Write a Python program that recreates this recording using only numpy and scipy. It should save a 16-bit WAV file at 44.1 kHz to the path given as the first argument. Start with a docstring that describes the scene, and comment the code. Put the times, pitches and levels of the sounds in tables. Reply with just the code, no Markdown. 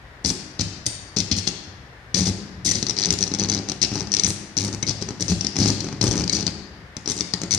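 """A yard between buildings at night, where a faulty power cable arcs some tens of metres away.
The arc restrikes on each half cycle of the mains: every strike cracks and pushes out a thump of hot air.
In the fiercer bursts molten metal sizzles and the flame roars between the strikes; one burst has a deep
swell under it. The ground reflects, the buildings reverberate, and far traffic makes a faint wash."""
import sys
import numpy as np
from scipy import signal
from scipy.fft import rfft, irfft
from scipy.io import wavfile
from scipy.ndimage import uniform_filter1d, minimum_filter1d

SR = 44100
rng = np.random.default_rng(int(sys.argv[2]) if len(sys.argv) > 2 else 0)


def unload_audio(sound):
    """Save the sound as a 16-bit wav file, at the path given as the first command line argument."""
    columns = np.transpose(np.atleast_2d(sound))
    # keep every value between -1 and 1, then stretch to whole-number steps
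    steps = np.round(np.clip(columns, -1, 1) * 32767)
    wavfile.write(sys.argv[1], SR, steps.astype(np.int16))


N = 334674
HZ = np.fft.rfftfreq(N, 1 / SR)
STRIKES_PER_S, FIRST_STRIKE_S = 100, .0064  # two strikes per mains cycle
PING_HZ, PING_HZ_PER_DB = 5585, 153  # a shorter spark channel pings higher and is brighter

# Strikes that stand out, alone or where a burst ignites, flares or breaks:
# (time [s], relative crack level [dB], relative thump level [dB], ping frequency [Hz], duration [s])
SNAPS = [(0.2473, -19.5, -24.5, 4870, 0.0045), (0.258, -18, -31, 5230, 0.0052),
         (0.2927, -24, -37, 5700, 0.0026), (0.301, -20, -30, 5530, 0.0041),
         (0.5944, -24, -20.5, 5050, 0.0031), (0.6103, -19, -42, 5800, 0.0018),
         (0.8634, -16.5, -32, 8870, 0.0055), (1.168, -19, -20.5, 5530, 0.0041),
         (1.185, -19.5, -40, 6000, .0034), (1.201, -18, -32, 5740, 0.0055),
         (1.313, -18, -25.5, 3450, 0.0071), (1.3845, -21.5, -31, 5500, 0.0041),
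         (1.473, -15.5, -19, 3370, 0.0083), (2.1431, -13, -27, 5617, 0.0072),
         (2.651, -26, -28.5, 6060, .0035), (2.6597, -21, -30, 5960, .0035), (2.669, -25, -32, 6100, 0.0048),
         (2.678, -20.5, -30, 5880, .004), (2.689, -20, -35, 5960, .0047), (2.699, -24, -34, 6000, 0.0057),
         (2.711, -16.5, -37, 6000, 0.0063), (2.753, -22, -24.5, 5900, 0.0059),
         (2.8265, -20, -22.5, 5310, 0.0036), (2.8665, -23.5, -24.5, 4450, 0.0026),
         (2.8853, -27.5, -31, 5830, 0.0036), (2.8945, -18.5, -23, 5760, 0.0066),
         (2.907, -21.5, -22.5, 5460, .0048), (3.0174, -23.5, -31, 5837, 0.0028),
         (3.1047, -13.5, -23, 5630, 0.0041), (3.124, -19.5, -26, 7000, 0.0057),
         (3.187, -23, -26.5, 5984, 0.004), (3.207, -23.5, -27, 5960, .003),
         (3.2375, -20, -28.5, 5400, 0.002), (3.276, -27.5, -26.5, 5900, 0.0034),
         (3.338, -21.5, -22.5, 5700, .0023), (3.3475, -21.5, -23.5, 4700, 0.0026),
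         (3.3954, -20.5, -22, 5870, 0.0039), (3.4354, -21.5, -23, 5960, 0.0051),
         (3.4865, -24, -22, 5700, 0.0033), (3.687, -25.5, -24.5, 5916, 0.0029),
         (3.697, -22, -24, 5670, 0.0021), (3.718, -21, -21, 5880, 0.0019),
         (3.9554, -25.5, -18, 5902, 0.0029), (4.0063, -26, -24, 5580, 0.0023),
         (4.0705, -34, -29, 4895, 0.0043), (4.1182, -23, -40, 5756, 0.0024),
         (4.1286, -24, -33, 5710, 0.002), (4.1378, -14.5, -30, 5600, 0.0032),
         (4.147, -20.5, -28, 5690, .003), (4.1666, -16.5, -26, 5695, 0.0039),
         (4.196, -15, -25, 5900, 0.0019), (4.235, -18, -30, 5800, .0032),
         (4.2456, -13.5, -24, 6100, 0.0017), (4.265, -19.5, -26, 6200, 0.0028),
         (4.304, -22, -23.5, 6400, 0.0018), (4.568, -22, -25, 5600, 0.0032),
         (4.575, -18.5, -25.5, 5880, 0.0051), (4.585, -19, -32, 5860, 0.0031),
         (4.7273, -31, -27, 5950, .003), (4.8258, -24, -22, 5834, 0.0044),
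         (4.827, -19.5, -25, 2046, 0.0069), (4.893, -21, -25, 5570, .003),
         (5.0227, -25.5, -22, 5730, 0.0054), (5.0862, -29.5, -18.5, 5900, .0071),
         (5.1058, -35, -24, 5870, .003), (5.1977, -35, -28, 5690, 0.0037),
         (5.223, -21.5, -27.5, 5900, 0.0036), (5.281, -27, -26.5, 6090, 0.002),
         (5.3183, -27, -17.5, 5480, 0.0045), (5.4084, -21, -27.5, 5580, 0.0033),
         (5.445, -21.5, -22, 5380, 0.0076), (5.467, -20, -26, 5190, 0.0045),
         (5.5566, -26.5, -24, 5350, 0.004), (5.5654, -20.5, -16.5, 5420, 0.0039),
         (5.587, -20.5, -17.5, 5900, 0.0015), (5.601, -22, -19, 5700, 0.0026),
         (5.616, -28, -17, 5404, 0.0059), (5.657, -20.5, -15, 5684, .0035),
         (5.6972, -37, -15.5, 5960, .004), (5.7019, -22.5, -21, 6033, 0.0023),
         (5.804, -23.5, -25, 4280, 0.0058), (5.843, -33, -22, 6240, 0.0032),
         (5.867, -38, -21, 5940, 0.0041), (5.886, -35, -22, 4400, 0.0043),
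         (5.9255, -34.5, -20, 5944, 0.0039), (6.0117, -15, -20, 5406, .0056),
         (6.039, -21.5, -11.5, 7704, 0.0038), (6.1104, -21.5, -16, 5870, 0.0033),
         (6.1766, -24, -23, 6030, 0.0045), (6.2368, -23, -23, 5008, .006), (6.277, -24, -42, 4892, .0031),
         (6.296, -15, -35, 4384, 0.0026), (6.332, -18, -26, 4663, 0.0029),
         (6.465, -17.5, -23, 4594, 0.0058), (6.477, -22, -21, 4604, 0.0037), (6.967, -27, -24, 5980, .0018),
         (7.058, -28, -28, 5300, 0.0033), (7.075, -23, -22, 6030, 0.0039),
         (7.0986, -21.5, -21, 6170, 0.0027), (7.1173, -20.5, -29, 6700, 0.0031),
         (7.188, -28, -41, 5956, 0.0017), (7.207, -17.5, -22.5, 5030, 0.0039),
         (7.337, -17, -19, 4980, 0.0015), (7.4164, -27, -22.5, 6600, .0019),
         (7.4345, -26.5, -21, 6200, 0.0026), (7.508, -18.5, -36, 6095, 0.0033),
         (7.5164, -19, -34, 6030, 0.0044), (7.5263, -18, -31, 5415, .0035),
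         (7.5854, -21.5, -33, 4920, .003)]
# Spans in which the arc burns: (start [s], end [s], relative crackle level [dB],
# relative thump level [dB], share of unbroken sizzle [0-1], brightness [dB])
BURSTS = [(.242, 0.316, -21, -22.5, 0.86, 9), (.591, 0.619, -17, -20.5, 1, -5.5),
          (.858, 0.876, -22, -25.5, 0.9, 7), (1.164, 1.211, -17.5, -22, 0.94, -1),
          (1.313, 1.327, -8, -17, 1, -14), (1.365, 1.396, -20.5, -25.5, 0.93, 4),
          (1.47, 1.488, -14, -27.5, 1, -4), (2.143, 2.238, -16, -19.5, 0.86, 2.5),
          (2.252, 2.299, -18.5, -19.5, 0.75, 3.5), (2.648, 2.719, -16.5, -22.5, 0.67, 10),
          (2.73, 2.788, -20.5, -25, 0.83, -5), (2.966, 3.007, -24, -26, 0.1, -5.5),
          (3.02, 3.057, -17.5, -29.5, 0, -4), (3.063, 3.089, -24.5, -24, .01, -5),
          (3.102, 3.139, -24, -21.5, 0.24, 11.5), (3.21, 3.24, -23, -26.5, 0, -2.5),
          (3.262, 3.272, -28, -23, 0.04, -2), (3.313, 3.324, -25, -25, .05, -5),
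          (3.384, 3.458, -25.5, -26, 0, -3), (3.485, 3.552, -21.5, -25, 0.1, -2),
          (3.555, 3.598, -28.5, -23, 0, -5.5), (3.815, 3.85, -14.5, -22, .25, -4.5),
          (3.916, 4.036, -33, -23, 0.1, 3.5), (4.172, 4.192, -27, -28, 0, -6),
          (4.234, 4.261, -25, -25, 0.75, -1), (4.261, 4.304, -26, -23, 0.79, 19),
          (4.575, 4.687, -27.5, -26, 0.2, 2.5), (4.73, 4.75, -30, -25, 0.05, 3),
          (4.867, 4.909, -17.5, -21, 0.75, -5), (5.011, 5.024, -23.5, -20.5, 0.98, -1),
          (5.206, 5.23, -20.5, -19.5, 0.85, 4), (5.28, 5.334, -20.5, -17, 0.92, 3),
          (5.58, 5.706, -17.5, -17.5, 0.81, 0.5), (6.01, 6.088, -21.5, -15.5, .65, 4),
          (6.105, 6.219, -25.5, -20, 0.43, 2), (6.318, 6.368, -17, -23.5, 0.73, -1),
          (6.374, 6.436, -28.5, -24, 0.21, -6), (7.082, 7.131, -23, -28, 0.35, 5),
          (7.163, 7.226, -31.5, -30, 0.1, 9), (7.53, 7.554, -15, -25, 0.31, 4),
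          (7.552, 7.583, -24.5, -25.5, 0.35, 0)]
# Reverberation of the yard: (frequency [Hz], reverberation time [s])
YARD_T60 = [(60, 0.28), (250, 1), (1000, 1), (3000, 1.0), (4200, 0.84), (4750, 0.73), (5250, 0.84),
            (6000, 0.76), (6500, 0.73), (7200, 0.6), (8300, 0.46), (9700, 0.61), (12000, 0.23)]


def strike(crack_db, thump_db, bright_db, ping_hz, ping_db, spark_s, puff_s=.0047, flutter=.68):
    """One ignition: discharges excite the channel's resonances, and thermal expansion pushes the air."""
    t = np.arange(SR // STRIKES_PER_S) / SR
    progress = np.minimum(t / np.clip(spark_s, .0005, t[-1]), 1)
    swell = np.sin(np.pi * progress ** .7)
    spectrum = rfft(rng.standard_normal(len(t)) * swell)
    cluster = irfft(spectrum / np.sqrt(abs(spectrum) + 1e-9), len(t)) * swell  # flatter spectrum
    pitch, strength = rng.standard_normal(2)
    hollow = resonate(cluster, hz=2220 + 200 * pitch, db=1 + 5 * strength, width_hz=220)
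    crack = ground_bounce(resonate(hollow, ping_hz, ping_db, width_hz=380))
    push = flutter * unit(np.exp(-t / puff_s) * rng.standard_normal(len(t)))
    push[rng.integers(0, len(t) // 6)] += 1
    scale = np.sqrt(len(t))
    return scale * amp(crack_db) * brighten(crack, bright_db), scale * amp(thump_db) * unit(push)


def snaps():
    """Channel length links pitch to brightness. Yields each snap's time and strike settings."""
    for s, crack_db, thump_db, ping_hz, spark_s in SNAPS:
        bright_db = np.clip((ping_hz - PING_HZ) / PING_HZ_PER_DB, -.5, 12.5)
        ping_db = 5
        yield s, crack_db - 1, thump_db - 2, bright_db, ping_hz, ping_db, spark_s


def buzz(misfire_share=.089, misfire_db=-27, long_share=.12, long_hz=1900, ping_db=1.5, jitter_s=.0004):
    """Periodic reignition: yields time and strike settings for a burst's half cycles without a snap."""
    half_cycles = np.arange(FIRST_STRIKE_S, N / SR, 1 / STRIKES_PER_S)
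    chance = rng.standard_normal((len(half_cycles), 7))
    # now and then a half cycle barely ignites, or a long channel gives a low knock
    misfire, long_channel = (rng.random((len(half_cycles), 2)) < [misfire_share, long_share]).T
    free = abs(half_cycles[:, None] - np.array(SNAPS)[:, 0]).min(1) > .5 / STRIKES_PER_S
    for start, end, crackle_db, thump_db, share, burst_bright_db in BURSTS:
        struck_db = 10 * np.log10(1 - np.clip(share, .02, .95))  # energy not spent on sizzle
        for k in np.flatnonzero(free & (half_cycles > start) & (half_cycles < end)):
            s = half_cycles[k]
            force, weight, late, shine, pitch, _, linger = chance[k]
            first = s - start < 1 / STRIKES_PER_S
            force_db = -3 if first else 2.5 * force + misfire_db * misfire[k]
            crack_db = crackle_db + struck_db + heating_db(s, start, end) + force_db
            push_db = thump_db - 2 + struck_db + 3 * weight
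            bright_db = burst_bright_db + 4 * shine
            ping_hz = (long_hz if long_channel[k] else PING_HZ + PING_HZ_PER_DB * bright_db) + 280 * pitch
            spark_s = .0035 * (1 + 1.17 * share) * np.exp(.3 * linger)  # longer in a sizzling burst
            yield s + jitter_s * late, crack_db, push_db, bright_db, ping_hz, ping_db, spark_s


def arc():
    """Superposition of all ignitions, as one track of cracks and one of air pushes."""
    cracks, pushes = np.zeros((2, N))
    for s, *settings in [*snaps(), *buzz()]:
        crack, push = strike(*settings)
        add(cracks, s, crack)
        add(pushes, s, push)
    return cracks, pushes


def resonate(x, hz, db, width_hz):
    """Resonance: a spark channel favours a pitch set by its length."""
    f = np.fft.rfftfreq(len(x), 1 / SR)
    return irfft(rfft(x) * (1 + amp(db) / (1 + 2j * (f - hz) / width_hz)), len(x))


def brighten(x, db, corner_hz=7200):
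    """A shelving filter lifts or lowers the top octave: thinner sparks are brighter."""
    hz = np.fft.rfftfreq(len(x), 1 / SR)
    shelf = 1 - 1 / (1 + (hz / corner_hz) ** 12)
    return irfft(rfft(x) * amp(db * shelf), len(x))


def heating_db(s, start, end, fade_db=3.5):
    """Heating of the gap: the crackle level falls linearly over a burst."""
    progress = (s - start) / max(end - start, .005)
    return -fade_db * (progress - .5)


def burn(sizzle_db=-5.5, roar_db=-2, throb=.35, hum=.019, peak_s=.00084, flare_db=5.5, flares_per_s=54):
    """Amplitude modulation: molten metal spits and the flame roars in step with the current."""
    sizzle, roar = np.zeros((2, N))
    flares = rng.standard_normal(N)
    for start, end, crackle_db, thump_db, share, bright_db in BURSTS:
        share = np.clip(share, .02, .95)
        t = np.arange(start, max(end, start + .005), 1 / SR)
        cycle = np.cos(2 * np.pi * STRIKES_PER_S * (t - FIRST_STRIKE_S - peak_s))
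        current = 1 + throb * cycle
        flare = amp(flare_db * np.interp(t * flares_per_s, np.arange(N), flares))
        spit = unit(sparks(len(t)) * current * flare) * np.sqrt(share * len(t))
        spit_db = crackle_db + sizzle_db + heating_db(t, start, end)
        add(sizzle, start, amp(spit_db) * brighten(spit, bright_db))
        # the flame hums as it swells and shrinks
        flame = np.sqrt(share) * current * rng.standard_normal(len(t)) + hum * cycle
        add(roar, start, amp(thump_db + roar_db) * flame)
    return sizzle, roar


def sparks(samples, per_s=5000, spread_db=2.5):
    """Shot noise: tiny discharges at random moments, a few much larger than the rest."""
    size = amp(spread_db * np.minimum(rng.exponential(1, samples), 4))
    return size * rng.standard_normal(samples) * (rng.random(samples) < per_s / SR)


def crackle(cracks, sizzle, near_db=-8.5, crack_yard_db=-10, sizzle_yard_db=-4, right_yard_db=2):
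    """Multipath propagation of the sharp sounds: direct path, early reflections and reverberation."""
    # Spectra of the near sound and of the yard's diffuse field:
    # (frequency [Hz], left level [dB], right level [dB])
    crack_spectrum = [(750, -38, -17.5), (1560, -21.5, -17.5), (1730, -10.5, -14.5), (2250, -12, -18.5),
                      (2900, -13, -24), (3370, -7.5, -9.5), (4280, 4.5, -9.5), (5440, 4.5, -16),
                      (5936, 8.5, -8.5), (6830, -4, -14.5), (8370, -14.5, -11.5), (10740, -36.5, -24),
                      (12100, -57, -30), (13540, -79, -57)]
    yard_spectrum = [(716, -26.5, -5), (1520, -15, -35), (1980, -9, -21), (2840, -7, -16),
                     (3220, -6.5, -14.5), (4310, 2, -15), (4870, 3, -11.5), (5200, 1.5, -10),
                     (5770, 1, -16), (6730, -3, -10), (8000, -10.5, -9.5), (8560, -10, -15),
                     (10970, -54, -21.5), (13500, -61, -45)]
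    # Quick reflections from ground and trees: (frequency [Hz], reverberation time [s])
    ground_t60 = [(1200, 0.032), (2500, 0.15), (4500, 0.027), (9000, 0.03)]
    # The wandering arc throws more or less crackle into the yard: (time [s], level [dB])
    throw = [(.25, 1), (.6, 3), (.87, 5.5), (1.2, 0.5), (1.48, 0.5), (2.2, -2), (2.7, 0.5), (3.0, 1),
             (3.7, 0), (4.2, 1), (4.8, 0), (5.3, 3.5), (5.7, 3), (6.4, 0), (6.47, 1), (7.2, 3.5),
             (7.59, -1.5)]
    sizzle = butterworth(sizzle, "high", hz=2200, order=1)  # fine spits lack body
    direct = cracks + sizzle
    near = reflect(direct, ground_t60, likeness=.08, onset_s=.0029)
    throw_gain = amp(np.interp(np.arange(N) / SR, *np.transpose(throw)))
    thrown = (amp(crack_yard_db) * cracks + amp(sizzle_yard_db) * sizzle) * throw_gain
    far = reflect(thrown, YARD_T60, likeness=.04, onset_s=.0014) + convolve(thrown, yard_modes())
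    front, around = stereo_response(crack_spectrum), stereo_response(yard_spectrum)
    early = convolve(direct + amp(near_db) * near, front)
    late = convolve(far * amp([[0], [right_yard_db]]), around)
    return (early + late) / np.linalg.norm(front[0])


def thumps(pushes, roar, near_db=-5, yard_db=-7, echo_s=.36, echo_db=-14, left_db=-3, right_db=-6):
    """Reverberation and echo: the dull sounds boom between buildings, and a far wall returns the bass."""
    # Spectra of one push of air and of the lasting flame: (frequency [Hz], spectral level [dB])
    push_spectrum = [(25, -46), (60, -9), (98, -2), (145, 0), (205, 2.5), (245, -6.5), (280, .5), (340, -4),
                     (410, -4.5), (470, -16.5), (525, -11), (605, -19), (810, -15), (1000, -23),
                     (1230, -20.5), (1700, -25.5), (3000, -27.5), (8000, -101)]
    roar_spectrum = [(25, -47), (48, -8), (68, 3.5), (100, 7), (135, -0.5), (185, 4), (245, -5),
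                     (285, -0.5), (400, -11.5), (520, -13), (1200, -54), (3000, -60), (8000, -106)]
    direct = convolve(pushes, unit(causal(push_spectrum))) + convolve(roar, unit(causal(roar_spectrum)))
    direct = butterworth(direct, "high", hz=44, order=2)  # the thumps carry no rumble below about 44 Hz
    near = reflect(direct, t60=[(200, .27)], likeness=.87, onset_s=.0033)
    far = reflect(direct, YARD_T60, likeness=.92, onset_s=.015)
    air = direct + amp(near_db) * near + amp(yard_db) * far
    bass = butterworth(air, "low", hz=160, order=2)
    echo = np.pad(bass, ((0, 0), (round(echo_s * SR), 0)))[:, :N]
    return (air + amp(echo_db) * echo) * amp([[left_db], [right_db]])


def whoomp(start_s=5.98, length_s=.29, db=-36):
    """A deep swell of air under the fiercest burst: low-band noise in a half-sine envelope."""
    # Spectrum of the swell: (frequency [Hz], spectral level [dB])
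    spectrum = [(20, -20), (40, -9), (56, 5), (80, -8), (140, -35), (400, -80)]
    rumble = irfft(rfft(rng.standard_normal(N)) * amp(read(spectrum, HZ)), N)
    progress = np.clip((np.arange(N) / SR - start_s) / length_s, 0, 1)
    return amp(db) * unit(rumble) * np.sqrt(N) * np.sin(np.pi * progress)


def ground_bounce(crack, db=-7.5, soonest_s=.001, latest_s=.0035):
    """Comb filtering by the ground reflection; the arc jumps about, so the delay varies."""
    delay = round(rng.uniform(soonest_s, latest_s) * SR)
    return unit(np.pad(crack, (0, delay)) + amp(db) * np.pad(crack, (delay, 0)))


def reflect(x, t60, likeness, onset_s, count=3, crossfade_hz=.95):
    """Three reverberation tails slowly crossfade, so the echo stays smooth and no pitch keeps ringing."""
    phase = 2 * np.pi * crossfade_hz * np.arange(N) / SR
    weights = [np.cos(phase + np.pi * k / count) * np.sqrt(2 / count) for k in range(count)]
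    return sum(convolve(x * weight, diffuse_tail(t60, likeness, onset_s)) for weight in weights)


def diffuse_tail(t60, likeness, onset_s, reflections_per_s=4000):
    """Stereo response of many reflections, each band decaying exponentially at its own rate."""
    t = np.arange(SR) / SR
    left, other = rng.standard_normal((2, SR)) * (rng.random((2, SR)) < reflections_per_s / SR)
    hz, frame_s, bands = signal.stft(stereo_pair(left, other, likeness), SR, nperseg=256)
    decay = amp(-60 * frame_s / read(t60, hz)[:, None])
    tail = signal.istft(bands * decay, SR, nperseg=256)[1][:, :SR]
    return np.sqrt(2) * unit(tail * (1 - np.exp(-t / onset_s)))


def yard_modes():
    """Narrow-band decay: stereo response of the few high pitches that linger after a crack."""
    # Ringing of the yard: (frequency [Hz], level [dB], reverberation time [s], spectral blur [Hz])
    modes = [(4610, -23.5, 1, 45), (4850, -22.5, .8, 81), (6400, -29, .7, 100), (8850, -18.5, .55, 260)]
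    t = np.arange(SR) / SR
    response = np.zeros((2, SR))
    for hz, db, t60, blur_hz in modes:
        blur = np.exp(-(np.fft.fftfreq(SR, 1 / SR) / blur_hz) ** 2)
        waver = np.fft.ifft(blur * np.exp(2j * np.pi * rng.random((2, SR))))
        tone = (waver * np.exp(2j * np.pi * hz * t)).real
        response += np.sqrt(2) * amp(db) * unit(tone * amp(-60 * t / t60))
    return response


def town(left_db=-43, right_db=-46.5):
    """Far traffic as a diffuse field: steady noise, coherent between left and right only in the bass."""
    # Spectrum of the traffic: (frequency [Hz], spectral level [dB])
    spectrum = [(20, -32), (40, -10), (62, 0.5), (85, -7), (125, -5), (200, -16), (700, -17), (1300, -18),
                (1850, -14), (2500, -24), (5000, -31), (8000, -43), (14000, -52)]
    # Likeness of left and right: (frequency [Hz], correlation [0-1])
    likeness = [(100, 1), (300, 0.96), (700, 0.69), (1500, 0.008), (8000, 0.01635)]
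    left, other = rfft(rng.standard_normal((2, N))) * amp(read(spectrum, HZ))
    wash = irfft(stereo_pair(left, other, read(likeness, HZ)), N)
    return amp([[left_db], [right_db]]) * unit(wash) * np.sqrt(2 * N)


def stereo_pair(left, other, likeness):
    """Partial coherence: mixes two independent noises into channels of the given correlation."""
    return np.array([left, likeness * left + np.sqrt(1 - likeness ** 2) * other])


def stereo_response(table):
    """Left and right impulse responses of a two-channel spectrum, with the bass cut."""
    hz, left_db, right_db = np.transpose(table)
    return np.array([causal([(100, -37.5), *zip(hz, db)]) for db in (left_db, right_db)])


def causal(points, size=4096):
    """Minimum-phase impulse response of the given spectrum."""
    log_gain = np.log(amp(read(points, abs(np.fft.fftfreq(size, 1 / SR)))))
    return np.fft.ifft(np.exp(np.conj(signal.hilbert(log_gain)))).real[:size // 2]


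def butterworth(x, kind, hz, order):
    """Maximally flat high-pass or low-pass filter."""
    return signal.sosfilt(signal.butter(order, hz, kind, fs=SR, output="sos"), x)


def convolve(x, response):
    """Convolution of one or two channels with one or two impulse responses."""
    return signal.fftconvolve(np.atleast_2d(x), np.atleast_2d(response), axes=1)[:, :N]


def read(points, hz):
    """Interpolates (frequency [Hz], value) points on a logarithmic frequency axis."""
    f, value = np.transpose(points)
    return np.interp(np.log(hz + 1), np.log(f + 1), value)


def add(mix, s, sound):
    """Superposes a sound on the mix at time s."""
    part = mix[max(round(s * SR), 0):][:len(sound)]
    part += sound[:len(part)]


def amp(db):
    """Decibels to amplitude ratio."""
    return 10 ** (np.asarray(db) / 20)


def unit(x):
    """Normalises to unit energy."""
    return x / np.sqrt(np.sum(x ** 2) + 1e-20)


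def scene():
    """The arc over the town's wash; by path difference it arrives one sample sooner on the left."""
    cracks, pushes = arc()
    sizzle, roar = burn()
    left, right = crackle(cracks, sizzle) + thumps(pushes, roar) + whoomp()
    return np.array([left, np.pad(right, (1, 0))[:N]]) + town()


def record(dry, ceiling=.93, cutoff_hz=14400):
    """Peak limiting holds the loudest cracks under full scale; a low-pass filter limits the band."""
    allowed = np.minimum(1, ceiling / (abs(dry).max(0) + 1e-9))
    gain = uniform_filter1d(minimum_filter1d(allowed, size=80), size=70)
    lowpass = signal.firwin(255, cutoff_hz, window=("kaiser", 8), fs=SR)
    return signal.oaconvolve(dry * gain, lowpass[None], "same")


dry = scene()
out = record(dry)
unload_audio(out)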